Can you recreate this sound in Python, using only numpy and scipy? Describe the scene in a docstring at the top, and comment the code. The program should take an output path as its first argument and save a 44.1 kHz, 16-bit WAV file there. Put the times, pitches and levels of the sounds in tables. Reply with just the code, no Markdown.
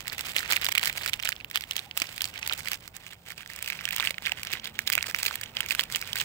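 """Sharp crinkling of small foil packets, squeezed in a hand just right of a phone on a quiet street.
Each buckling crease rings a few facets of foil, cracks in the treble and sets off its neighbours.
The packet thuds as it jerks, and countless small creases rustle between the snaps.
Behind it are distant traffic rumble, a far engine's hum, two faint hoots and microphone hiss.
The phone's body shades its left port."""
import sys
import numpy as np
from scipy import signal
from scipy.fft import rfft, irfft, next_fast_len
from scipy.io import wavfile
from scipy.ndimage import uniform_filter1d

SR = 44100
rng = np.random.default_rng(int(sys.argv[2]) if len(sys.argv) > 2 else 0)


def wrap_up_sound(samples):
    """Save the sound to the file named by the first command line argument, as 16-bit audio."""
    columns = np.atleast_2d(samples).T
    # keep every value between -1 and 1, then stretch to whole-number steps
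    tamed = np.clip(columns, -1, 1)
    steps = np.round(tamed * 32767).astype(np.int16)
    wavfile.write(sys.argv[1], SR, steps)


N = 275184
GRAIN_SAMPLES = 320

# Each row: time in seconds, ring level in dB at the right port, facet pitch in Hz, crack in dB re ring.
SNAP_EVENTS = [(0.0059, -30, 1960, 8), (0.071, -20.5, 2020, -4), (0.08, -20, 2130, 4.5),
               (0.0988, -18.5, 4120, -22), (0.1224, -20, 1940, -7), (0.1301, -24.5, 2520, 5),
               (0.1353, -25, 2750, -2), (0.181, -22, 2330, 1), (0.1933, -17, 2260, -2),
               (0.2093, -18.5, 5100, 0.5), (0.265, -19, 2820, -15), (0.285, -27, 3900, -1),
               (0.334, -29, 2400, -6.5), (0.3513, -22, 3450, -16), (0.3649, -4.5, 2850, -6.5),
               (0.3686, -14, 2410, -11), (0.379, -16, 3350, -9), (0.3841, -7.5, 4130, -25),
               (0.389, -23, 2200, -10), (0.4057, -17.5, 1900, -11), (0.4091, -23, 2020, -6),
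               (0.4298, -17, 1730, -12), (0.4595, -17, 1960, -17), (0.478, -24, 2500, -4),
               (0.5006, -17, 1950, -23), (0.507, -14, 1450, -1), (0.514, -6, 4360, -16),
               (0.5231, -12.5, 2040, 3.5), (0.533, -4.5, 2350, -19), (0.558, -27, 2500, 2),
               (0.563, -7, 2800, -14), (0.5667, -4.5, 2300, -7.5), (0.5755, -14, 1990, -23),
               (0.6146, -22.5, 2200, 4), (0.621, -15.5, 3720, -8), (0.6283, -16, 2120, -13),
               (0.634, -15, 3000, -16), (0.643, -18, 3140, -26), (0.6457, -15, 2930, 3),
               (0.6546, -20, 2970, 5), (0.666, -7, 3650, -9), (0.6873, -10.5, 2230, -5.5),
               (0.691, -16, 1790, -11), (0.6923, -19, 2600, -2), (0.7147, -17, 2330, -27),
               (0.7192, -18, 2110, 4), (0.723, -16, 3500, 0), (0.724, -13, 2970, -2),
               (0.7523, -5.5, 2340, -9.5), (0.757, -9.5, 2170, -14), (0.7765, -8, 2250, -16),
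               (0.78, -0.5, 2830, -10.5), (0.7953, -12.5, 3070, -12), (0.813, -22, 2070, -3),
               (0.8305, -11, 3040, -6), (0.8366, -10.5, 2080, -4.5), (0.848, -17, 2980, 0),
               (0.857, -12, 3060, 2), (0.8738, -8.5, 1950, -3.5), (0.878, -24, 2040, 9),
               (0.8976, -11, 2140, -9), (0.901, -18, 2330, -21), (0.9279, -23.5, 2470, -2),
               (0.9755, -13.5, 2120, -4), (0.98, -16.5, 2100, -4), (1.0352, -18, 4440, -19),
               (1.047, -20, 2790, -7), (1.0614, -12, 2300, -5), (1.0776, -12, 4400, -8),
               (1.085, -16, 2200, -8), (1.0922, -19, 2430, -4), (1.0956, -19.5, 2200, -1),
               (1.1337, -7.5, 3460, -7), (1.1393, -10, 2680, -17), (1.1937, -22, 2690, -14),
               (1.199, -15.5, 2770, -19), (1.203, -22, 2640, -15), (1.2266, -18.5, 2280, 0),
               (1.235, -12, 3140, -27), (1.25, -15.5, 4280, -0.5), (1.2546, -10, 2260, -7.5),
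               (1.2593, -13, 2280, -17), (1.2638, -16, 3580, -20), (1.2703, -22, 2930, -22),
               (1.2745, -9, 3000, -18), (1.29, -10.5, 1500, 0), (1.3207, -14.5, 2150, -14),
               (1.326, -12.5, 2920, -21), (1.3642, -22.5, 3150, -33), (1.403, -21.5, 2650, -16),
               (1.41, -25, 2480, -37), (1.4462, -19, 2810, -12.5), (1.501, -35, 2750, 6),
               (1.5128, -21.5, 2010, -5), (1.548, -21, 3400, -7), (1.553, -15, 3070, -20),
               (1.5579, -8, 3030, -2.5), (1.566, -14, 2740, -30), (1.574, -8, 3160, -11),
               (1.609, -24, 2120, 4), (1.6226, -20.5, 4470, -10), (1.6387, -18, 3160, -14),
               (1.711, -9.5, 3070, -7.5), (1.7217, -20, 3720, -16), (1.734, -25, 2730, -2),
               (1.7566, -22, 2200, -8), (1.7657, -7.5, 2900, -7), (1.773, -33, 3240, 5),
               (1.78, -16, 3190, -21), (1.7833, -27, 2990, -21), (1.7927, -12.5, 3580, -10),
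               (1.9122, -18.5, 3000, -19), (1.9697, -27, 2240, 6), (1.975, -21, 3040, 10),
               (1.9937, -27, 3070, -11), (2.001, -16.5, 4200, 0), (2.0193, -6, 2300, -8.5),
               (2.0228, -13, 2420, -10), (2.07, -23.5, 4740, -8), (2.18, -16, 2400, -8),
               (2.2082, -10.5, 3160, -13), (2.2191, -12.5, 3170, -0.5), (2.2429, -10.5, 4650, -12),
               (2.255, -16.5, 3220, 0), (2.2762, -24, 4860, -7), (2.3592, -22, 2180, -19),
               (2.378, -20.5, 3050, -9), (2.393, -31, 2080, 3), (2.4292, -13, 2500, -23),
               (2.464, -16, 3530, -31), (2.4763, -14, 4900, 3), (2.497, -10.5, 2680, -30),
               (2.5112, -12.5, 1420, -18), (2.5255, -10, 3680, -13), (2.5346, -16, 3000, 1.5),
               (2.592, -28, 2020, 5.5), (2.6065, -23, 2240, -20), (2.6584, -23, 2910, -21),
               (2.6741, -12.5, 2060, -16), (2.6846, -13.5, 2560, -9), (2.717, -18, 2810, 7),
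               (2.7327, -12, 2530, -8), (2.7443, -22, 4100, -19), (2.878, -28.5, 2160, 4),
               (2.966, -23.5, 3030, 1.5), (3.0659, -24.5, 2330, -4), (3.125, -27, 3260, -17),
               (3.306, -20, 1860, -19), (3.321, -24, 1740, -8), (3.3792, -28, 2710, -1.5),
               (3.4318, -28, 2480, -26), (3.461, -25, 1900, -11), (3.4755, -31.5, 4930, 0),
               (3.5009, -22.5, 2220, -7), (3.535, -29, 2250, 3), (3.562, -25.5, 2930, 4),
               (3.5894, -21, 2100, -8), (3.626, -25.5, 2350, 10), (3.6448, -21, 2780, -8),
               (3.661, -20.5, 2590, -5.5), (3.6763, -17, 2670, -7), (3.679, -18, 2000, -4),
               (3.6863, -26.5, 2580, 5), (3.702, -9.5, 2290, -8), (3.723, -16, 2340, -17),
               (3.73, -17, 2350, -13), (3.7525, -24, 2330, -21), (3.791, -17, 2320, -25),
               (3.81, -20, 2000, -13), (3.8538, -9, 2840, -10.5), (3.878, -16, 1740, -20),
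               (3.889, -13.5, 2530, -9.5), (3.9084, -12.5, 2680, -11), (3.925, -18.5, 2690, -2),
               (3.931, -25, 1770, -17), (3.943, -21, 2660, -24), (3.9633, -16.5, 3330, 5),
               (3.973, -20, 3100, -13), (3.9828, -13, 2810, -2.5), (3.99, -25, 2070, -9),
               (3.9998, -5.5, 3360, -17), (4.0062, -8, 2600, -14), (4.0259, -12, 2120, -9),
               (4.0325, -13, 1900, -26), (4.043, -16, 1880, -9), (4.0468, -18, 2800, -18),
               (4.051, -11.5, 2300, -9), (4.054, -25, 2160, 0), (4.059, -17, 3990, -7),
               (4.0734, -5.5, 2700, -12), (4.086, -17, 2540, -22), (4.0954, -22, 2150, -4),
               (4.1078, -11.5, 2140, -6), (4.1431, -20.5, 2350, -33), (4.1826, -14, 2040, -16),
               (4.223, -28, 4170, 1), (4.2543, -13, 3270, -16), (4.2611, -9.5, 3250, -9.5),
               (4.2671, -9.5, 2140, -11), (4.272, -10.5, 2400, -13), (4.2814, -21, 3100, -25),
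               (4.288, -24, 1940, -23), (4.295, -16, 2520, -17), (4.32, -6.5, 2670, -12),
               (4.374, -27, 2100, -14), (4.4325, -18.5, 2330, 0), (4.45, -26.5, 1770, 5),
               (4.4714, -15.5, 3060, -10), (4.5177, -22, 2440, -1.5), (4.5265, -16, 3500, -11),
               (4.5309, -13.5, 4600, -7), (4.5358, -13.5, 2560, -4.5), (4.542, -23, 2970, -8),
               (4.5545, -18.5, 1960, -24), (4.5978, -21.5, 2930, -31), (4.644, -21, 3270, -5.5),
               (4.648, -30, 2810, 4), (4.6568, -15.5, 3540, -18), (4.668, -23, 2910, -9),
               (4.673, -18.5, 2300, -8), (4.6765, -21.5, 3620, -15), (4.7911, -7, 2250, -6),
               (4.8753, -6, 3940, -7), (4.878, -6, 3730, -7), (4.9008, -11.5, 2000, -1.5),
               (4.921, -12.5, 3170, -15), (4.9242, -10.5, 2650, -8), (4.9282, -15.5, 2380, 4),
               (4.9352, -9, 2420, -8), (4.9532, -7, 2640, -4), (4.979, -4.5, 2370, -14),
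               (4.988, -12, 2300, -27), (5.0096, -16, 2740, -28), (5.0273, -11.5, 3650, -0.5),
               (5.0413, -16, 1970, -29), (5.0674, -20, 4900, -5), (5.087, -32, 1810, 5),
               (5.111, -24, 1730, -2), (5.1472, -5.5, 2280, -16.5), (5.162, -19, 2140, -5),
               (5.188, -16.5, 2290, 0), (5.194, -19, 2530, -2), (5.2, -20, 2530, -21),
               (5.231, -13.5, 2400, 3), (5.2507, -24, 3000, 1), (5.253, -12.5, 2900, -8),
               (5.2623, -6.5, 2580, -5), (5.2663, -11.5, 2370, 2), (5.281, -11.5, 4100, -18),
               (5.3105, -15, 1500, -17), (5.342, -19.5, 2160, -10), (5.3561, -20, 1800, 4),
               (5.413, -20, 1710, -2.5), (5.434, -18, 3270, -10), (5.436, -18, 2690, -21),
               (5.438, -24.5, 2800, 4), (5.46, -22.5, 2960, -24), (5.5691, -8, 3000, -18),
               (5.5875, -25, 2390, -20), (5.606, -7.5, 2740, -6), (5.6305, -20, 1940, -21),
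               (5.662, -19.5, 2300, -6.5), (5.687, -16.5, 3430, -5.5), (5.6902, -21, 2290, -11),
               (5.701, -25, 2140, 1), (5.7086, -4.5, 2490, -12), (5.7173, -13.5, 2070, -8),
               (5.7214, -11, 1950, -5), (5.726, -16, 3700, -15), (5.75, -13.5, 2800, -0.5),
               (5.777, -29, 3200, -13), (5.7944, 0.5, 2970, -15), (5.8016, -13, 3020, -7),
               (5.8094, -11.5, 2420, -2), (5.837, -20, 2900, -1.5), (5.9004, -25, 2030, -4),
               (5.924, -15.5, 4370, 0), (5.9487, -9, 3120, -24), (5.955, -22, 3150, -7),
               (5.959, -8.5, 2530, -2.5), (5.9658, -14, 2240, -9), (6.015, -17, 4940, -2),
               (6.0254, -16, 2320, -19), (6.0747, -29, 2030, 2), (6.131, -12, 3150, -10.5),
               (6.157, -16.5, 1620, -2), (6.16, -23, 1680, -10), (6.168, -13.5, 2370, -19),
               (6.1766, -14, 4300, -18), (6.1859, -27, 2400, 7), (6.199, -18, 4050, -9),
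               (6.202, -10.5, 3200, -33), (6.21, -25, 2780, 0), (6.2139, -9, 2960, -6),
               (6.2214, -23, 2390, -6)]

def snaps(neighbours=3):
    """Loud creases buckle, each with faint neighbours just before or after it."""
    s, ring_db, hz, crack_db = np.transpose(SNAP_EVENTS)
    main = creases(s, ring_db, hz, crack_db, cycles=1.7, crack_s=0.00092, thud_db=-35, tick_db=4)
    s, ring_db, hz, crack_db = np.repeat(SNAP_EVENTS, neighbours, axis=0).T
    chance = rng.random((len(s), 3))
    apart_s = 0.0065 * (chance[:, 0] - .22)
    ring_db = ring_db - 13 - 1400 * np.abs(apart_s) - 9 * chance[:, 1]
    hz = hz * 2 ** (1.6 * (chance[:, 2] - .5))
    return main + creases(s + apart_s, ring_db, hz, crack_db + 4,
                          cycles=2, crack_s=0.0008, thud_db=-36, tick_db=-10)


# Spectra of the crack at each port and of a crease's thud. Each row: frequency in Hz, relative gain in dB.
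CRACK_RIGHT_EQ = [(3500, -2), (4800, 1.5), (6000, -5.5), (8000, 0.5), (10300, -9), (12000, -7),
                  (13500, -6.5), (15600, 1.5), (16300, -22)]
CRACK_LEFT_EQ = [(3500, 1.5), (4800, 2), (6000, 0.5), (8500, -0.5), (12000, 5), (15400, -1.5), (16300, -29)]
THUD_EQ = [(120, -7), (280, -1.5), (600, 1.5), (1000, 2.5), (1600, 4), (4000, -63)]
# Shading by the phone's body. Each row: frequency in Hz, left minus right in dB.
BODY_SHADE = [(700, 25), (1300, -13.5), (2400, -14.5), (4400, -7)]
# Each row: time in seconds, lead of the left port in samples.
PORT_LEAD = [(0, 9.2), (2.5, 9.4), (3.5, 5.1), (6.24, 4.9)]

def creases(s, ring_db, hz, crack_db, cycles, crack_s, thud_db, tick_db):
    """A buckling crease rings three facets, cracks in the treble and thuds faintly, at both ports."""
    chance = rng.random((len(s), 10))
    noise = rng.standard_normal((3, len(s), GRAIN_SAMPLES))  # right crack, left crack, thud
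    tilt = 0.41 * (chance[:, 9, None] - .5)  # duller or brighter
    noise[:, :, 1:] += tilt * noise[:, :, :-1]
    # many edges crack at once, so the ports share only part of the noise
    noise[1] = .45 * np.roll(noise[0], -6, axis=1) + .89 * noise[1]
    start = np.round(s * SR).astype(int) - GRAIN_SAMPLES // 3
    lead_samples = along(PORT_LEAD, s)[0] + 5 * (chance[:, 0] - .5)
    facing_db = 5 * (chance[:, 1] - .5)  # each facet faces its own way
    ports = []
    for left, crack_eq in ((1, CRACK_LEFT_EQ), (0, CRACK_RIGHT_EQ)):
        t = (np.arange(GRAIN_SAMPLES) - GRAIN_SAMPLES // 3 + left * lead_samples[:, None]) / SR
        ring = 0
        for k, share in enumerate((1, .45, .4)):
            facet_hz = hz if k == 0 else np.sqrt(2900 * hz) * 2 ** (2.12 * (chance[:, 2 + k] - .42))
            gain = share * undb(ring_db + left * (along(BODY_SHADE, facet_hz)[0] + facing_db))
            offset = chance[:, 5 + k, None]
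            delay_s = 0.002322 * (offset - .45) * (k > 0)
            turns = facet_hz[:, None] * (t - delay_s)
            wave = np.cos(2 * np.pi * (turns + offset))
            ring = ring + gain[:, None] * swell(turns, 0.75, cycles) * wave
        crack_gain = undb(ring_db + crack_db + left * (facing_db - 7))
        envelope = swell(t, 0.0002, crack_s * (.5 + chance[:, 8, None]))
        crack = envelope * noise[left]
        crack *= (crack_gain * np.linalg.norm(envelope, axis=1) / np.linalg.norm(crack, axis=1))[:, None]
        # the first tear is the brightest
        tick = swell(t, 0.00008, 0.0001) * np.diff(noise[left], 2, axis=1, prepend=0, append=0)
        tick_gain = crack_gain * undb(tick_db) * (.3 + .7 * chance[:, 2])
        crack += tick_gain[:, None] * tick
        thud = undb(ring_db + thud_db - 0.85 * left)[:, None] * swell(t, 0.00044, 0.00076) * noise[2]
        sheet = scatter(start, ring) + colour(scatter(start, crack), crack_eq)
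        sheet = highpass(sheet, hz=1450, order=2)  # a small sheet radiates little bass
        ports.append(sheet + colour(scatter(start, thud), THUD_EQ))
    return np.array(ports)


# Finger pushes. Each row: start in seconds, hold in seconds, ring level in dB, crack level in dB.
FINGER_PUSHES = [(0.0, 0.02, -44, -68), (0.057, 0.045, -42, -68), (0.124, 0.018, -37, -58),
                 (0.181, 0.026, -36.5, -52), (0.243, 0.071, -36, -50.5), (0.349, 0.048, -33.5, -48),
                 (0.44, 0.023, -35.5, -57), (0.489, 0.054, -29.5, -45.5), (0.617, 0.035, -33.5, -59),
                 (0.816, 0.085, -35.5, -51), (0.956, 0.027, -35.5, -49), (1.01, 0.073, -35.5, -53.5),
                 (1.23, 0.067, -43, -57), (1.544, 0.012, -35.5, -65), (1.603, 0.037, -50, -69),
                 (1.674, 0.041, -48, -61), (1.758, 0.1, -47.5, -63), (1.966, 0.13, -42, -56.5),
                 (2.105, 0.19, -44.5, -57.5), (2.341, 0.046, -38.5, -60), (2.42, 0.04, -38, -61),
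                 (2.507, 0.027, -32.5, -52), (2.578, 0.026, -41, -49), (2.64, 0.038, -38, -53.5),
                 (2.714, 0.036, -36.5, -52), (2.815, 0.051, -48.5, -64.5), (2.948, 0.021, -45, -60),
                 (3.003, 0.14, -48, -63.5), (3.266, 0.053, -42.5, -56), (3.381, 0.04, -41.5, -59.5),
                 (3.496, 0.091, -43.5, -62.5), (3.611, 0.3, -42.5, -60.5), (3.922, 0.164, -37.5, -52.5),
                 (4.224, 0.057, -41, -57), (4.365, 0.042, -40, -57.5), (4.466, 0.11, -37.5, -61),
                 (4.626, 0.061, -42, -69), (4.751, 0.0089, -43, -67), (4.875, 0.056, -59, -57),
                 (5.064, 0.029, -33, -47.5), (5.151, 0.13, -41, -52.5), (5.215, 0.12, -39.5, -56),
                 (5.37, 0.12, -44.5, -67), (5.545, 0.12, -40, -62), (5.695, 0.021, -57, -49),
                 (5.779, 0.023, -57, -63), (5.913, 0.053, -39.5, -53.5), (6.008, 0.13, -41.5, -59),
                 (6.161, 0.06, -37, -48)]

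def rustle(count=7500):
    """Small creases buckle densely, mostly faint, following the fingers and the snaps."""
    chance = rng.random((count, 4))
    s = chance[:, 0] * N / SR
    _, _, push_db, push_crack_db = np.transpose(FINGER_PUSHES)
    _, snap_db, _, snap_crack_db = np.transpose(SNAP_EVENTS)
    body_db = stir_db(s, push_db, snap_db - 35, rest_db=-63.5)
    treble_db = stir_db(s, push_crack_db, snap_db + snap_crack_db - 44, rest_db=-76.5)
    ring_db = body_db + np.minimum(-3.6 * np.log(1 - chance[:, 1]), 12)
    hz = 2500 * 2 ** (chance[:, 2] - .45)
    crack_db = treble_db - body_db + 25.4 * (chance[:, 3] - .45)
    return creases(s, ring_db, hz, crack_db, cycles=1.68, crack_s=0.0023, thud_db=-17.5, tick_db=-8)


def stir_db(s, push_db, snap_db, rest_db):
    """Rustle level: the packet at rest, finger pushes and unrest around each snap, added as power."""
    push_rise_s, push_fall_s = 0.0043, 0.0077
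    snap_rise_s, snap_fall_s = 0.007, 0.022
    start_s, hold_s = np.transpose(FINGER_PUSHES)[:2]
    age_s = s[:, None] - start_s
    pushed = np.exp(np.minimum(age_s, 0) / push_rise_s - np.maximum(age_s - hold_s, 0) / push_fall_s)
    age_s = s[:, None] - np.transpose(SNAP_EVENTS)[0]
    unrest = np.exp(np.where(age_s < 0, age_s / snap_rise_s, -age_s / snap_fall_s))
    return 10 * np.log10(undb(2 * rest_db) + pushed @ undb(2 * push_db) + unrest @ undb(2 * snap_db))


# Each row: time in seconds, level in dB, pitch in Hz.
PACKET_JERKS = [(0.365, -36.5, 765), (0.509, -45, 805), (0.522, -51, 930), (0.688, -21.5, 1020),
                (0.833, -26.5, 990), (0.899, -35, 845), (0.975, -31.5, 870), (1.255, -34, 690),
                (1.97, -32.5, 834), (2.019, -33, 290), (2.527, -38, 450), (3.999, -21, 1130),
                (4.108, -33.5, 560), (4.323, -28, 804), (4.537, -38, 372), (4.954, -38, 750),
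                (4.976, -33, 670), (5.088, -37, 550), (5.269, -42, 400), (5.794, -19.5, 1230),
                (5.795, -32, 473)]

def thuds():
    """The whole packet jerks: low knocks with an overtone, whose long waves bend round the phone."""
    s, level_db, hz = np.transpose(PACKET_JERKS)
    t = (np.arange(4 * GRAIN_SAMPLES) - GRAIN_SAMPLES) / SR
    turns = hz[:, None] * t
    overtone = np.sin(2 * np.pi * (2.3 * turns + rng.random((len(s), 1))))
    wave = np.sin(2 * np.pi * turns) + 0.65 * overtone
    grains = undb(level_db + 0.5)[:, None] * swell(turns, 0.68, 1.08) * wave
    knocks = scatter(np.round(s * SR).astype(int) - GRAIN_SAMPLES, grains)
    return np.array([undb(-3) * knocks, knocks])


# Traffic in the bass, microphone hiss in the treble. Each row: frequency in Hz, relative gain in dB.
STREET_AND_MIC_HISS_EQ = [(18, -31), (30, 1.5), (118, 8), (330, -6.5), (800, -5.5), (1500, -15),
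                          (2900, -31), (10000, -60), (15600, -13), (16100, -55)]
# Each row: time in seconds, level in dB.
BACKGROUND_LEVEL = [(0.0, -51.5), (0.9, -51), (1.6, -55), (2.6, -52.5), (3.2, -58.5), (3.91, -53.5),
                    (6.24, -51)]

def street_and_mic_hiss():
    """Distant traffic rumble, nearly the same at both ports, plus each microphone's own hiss."""
    mid, side = colour(rng.standard_normal((2, N)), STREET_AND_MIC_HISS_EQ)
    side = undb(-16) * side + highpass(side, hz=1300, order=1)
    gain = undb(along(BACKGROUND_LEVEL, np.arange(N) / SR)[0])
    return gain * np.array([undb(-1.2) * (mid + side), mid - side])


# Each row: time in seconds, pitch in Hz, RMS level in dB.
ENGINE_TRACK = [(2.55, 177, -70), (2.7, 176.8, -68), (3.5, 173.2, -64.5), (4.2, 179.5, -62.5),
                (4.45, 212, -66), (4.8, 231, -59.5), (4.95, 229.7, -86)]

def engine(waver_samples=2000):
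    """A far engine gathers speed, its hum wavering in level and pitch."""
    t = np.arange(N) / SR
    hz, rms_db = along(ENGINE_TRACK, t)
    steps = np.repeat(rng.standard_normal((2, N // waver_samples + 1)), waver_samples, axis=1)
    level_waver, pitch_waver = uniform_filter1d(steps, size=waver_samples)[:, :N]
    turns = np.cumsum(hz * (1 + 0.0227 * pitch_waver)) / SR
    on = (t > ENGINE_TRACK[0][0]) & (t < ENGINE_TRACK[-1][0])
    return np.sqrt(2) * on * undb(rms_db + 2 * level_waver) * np.sin(2 * np.pi * turns)


# Each row: start in seconds, length in seconds, starting pitch in Hz, top RMS level in dB.
HOOT_EVENTS = [(1.855, 0.028, 780, -53), (2.4, 0.092, 857, -55)]

def hoots(pitch_rise=0.06):
    """Short, faint far tones that climb slightly."""
    t = np.arange(N) / SR
    out = np.zeros(N)
    for start_s, length_s, hz, rms_db in HOOT_EVENTS:
        progress = np.clip((t - start_s) / length_s, 0, 1)
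        turns = hz * length_s * progress * (1 + pitch_rise * progress / 2)
        out += undb(rms_db) * np.sin(np.pi * progress) ** .5 * np.sin(2 * np.pi * turns)
    return np.sqrt(2) * out


def undb(db):
    """Decibels to gain."""
    return 10 ** (np.asarray(db) / 20)


def along(table, at):
    """Interpolate a table's other columns along its first."""
    axis, *columns = np.transpose(table)
    return [np.interp(at, axis, column) for column in columns]


def colour(x, eq):
    """Shape the spectrum by (Hz, dB) points; white noise keeps its power."""
    hz, db = np.transpose(eq)
    size = next_fast_len(N)
    bin_hz = np.arange(size // 2 + 1) * SR / size
    gain = undb(np.interp(np.log(bin_hz + 1), np.log(hz), db))
    return irfft(rfft(x, size) * gain / np.sqrt(np.mean(gain ** 2)), size)[..., :N]


def highpass(x, hz, order):
    """Roll off below hz."""
    return signal.sosfilt(signal.butter(order, hz, "high", fs=SR, output="sos"), x)


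def scatter(start, grains):
    """Add each grain to the time line from its start sample."""
    place = np.clip(start[:, None] + np.arange(grains.shape[1]), 0, N)
    return np.bincount(place.ravel(), grains.ravel(), N + 1)[:N]


def swell(t, rise, fall):
    """Bell-shaped rise to t = 0, then exponential fall; both in the unit of t."""
    return np.exp(np.where(t < 0, -(t / rise) ** 2, -t / fall))


def scene():
    """Foil in the hand over the street, as left and right."""
    return snaps() + rustle() + thuds() + street_and_mic_hiss() + engine() + hoots()


def record(dry):
    """The loudest peaks are rounded softly, and the phone cuts the top."""
    ceiling, top_hz = 0.9, 16600
    rounded = dry / (1 + (dry / ceiling) ** 4) ** .25
    return signal.sosfilt(signal.ellip(12, .2, 90, top_hz, fs=SR, output="sos"), rounded)


dry = scene()
out = record(dry)
wrap_up_sound(out)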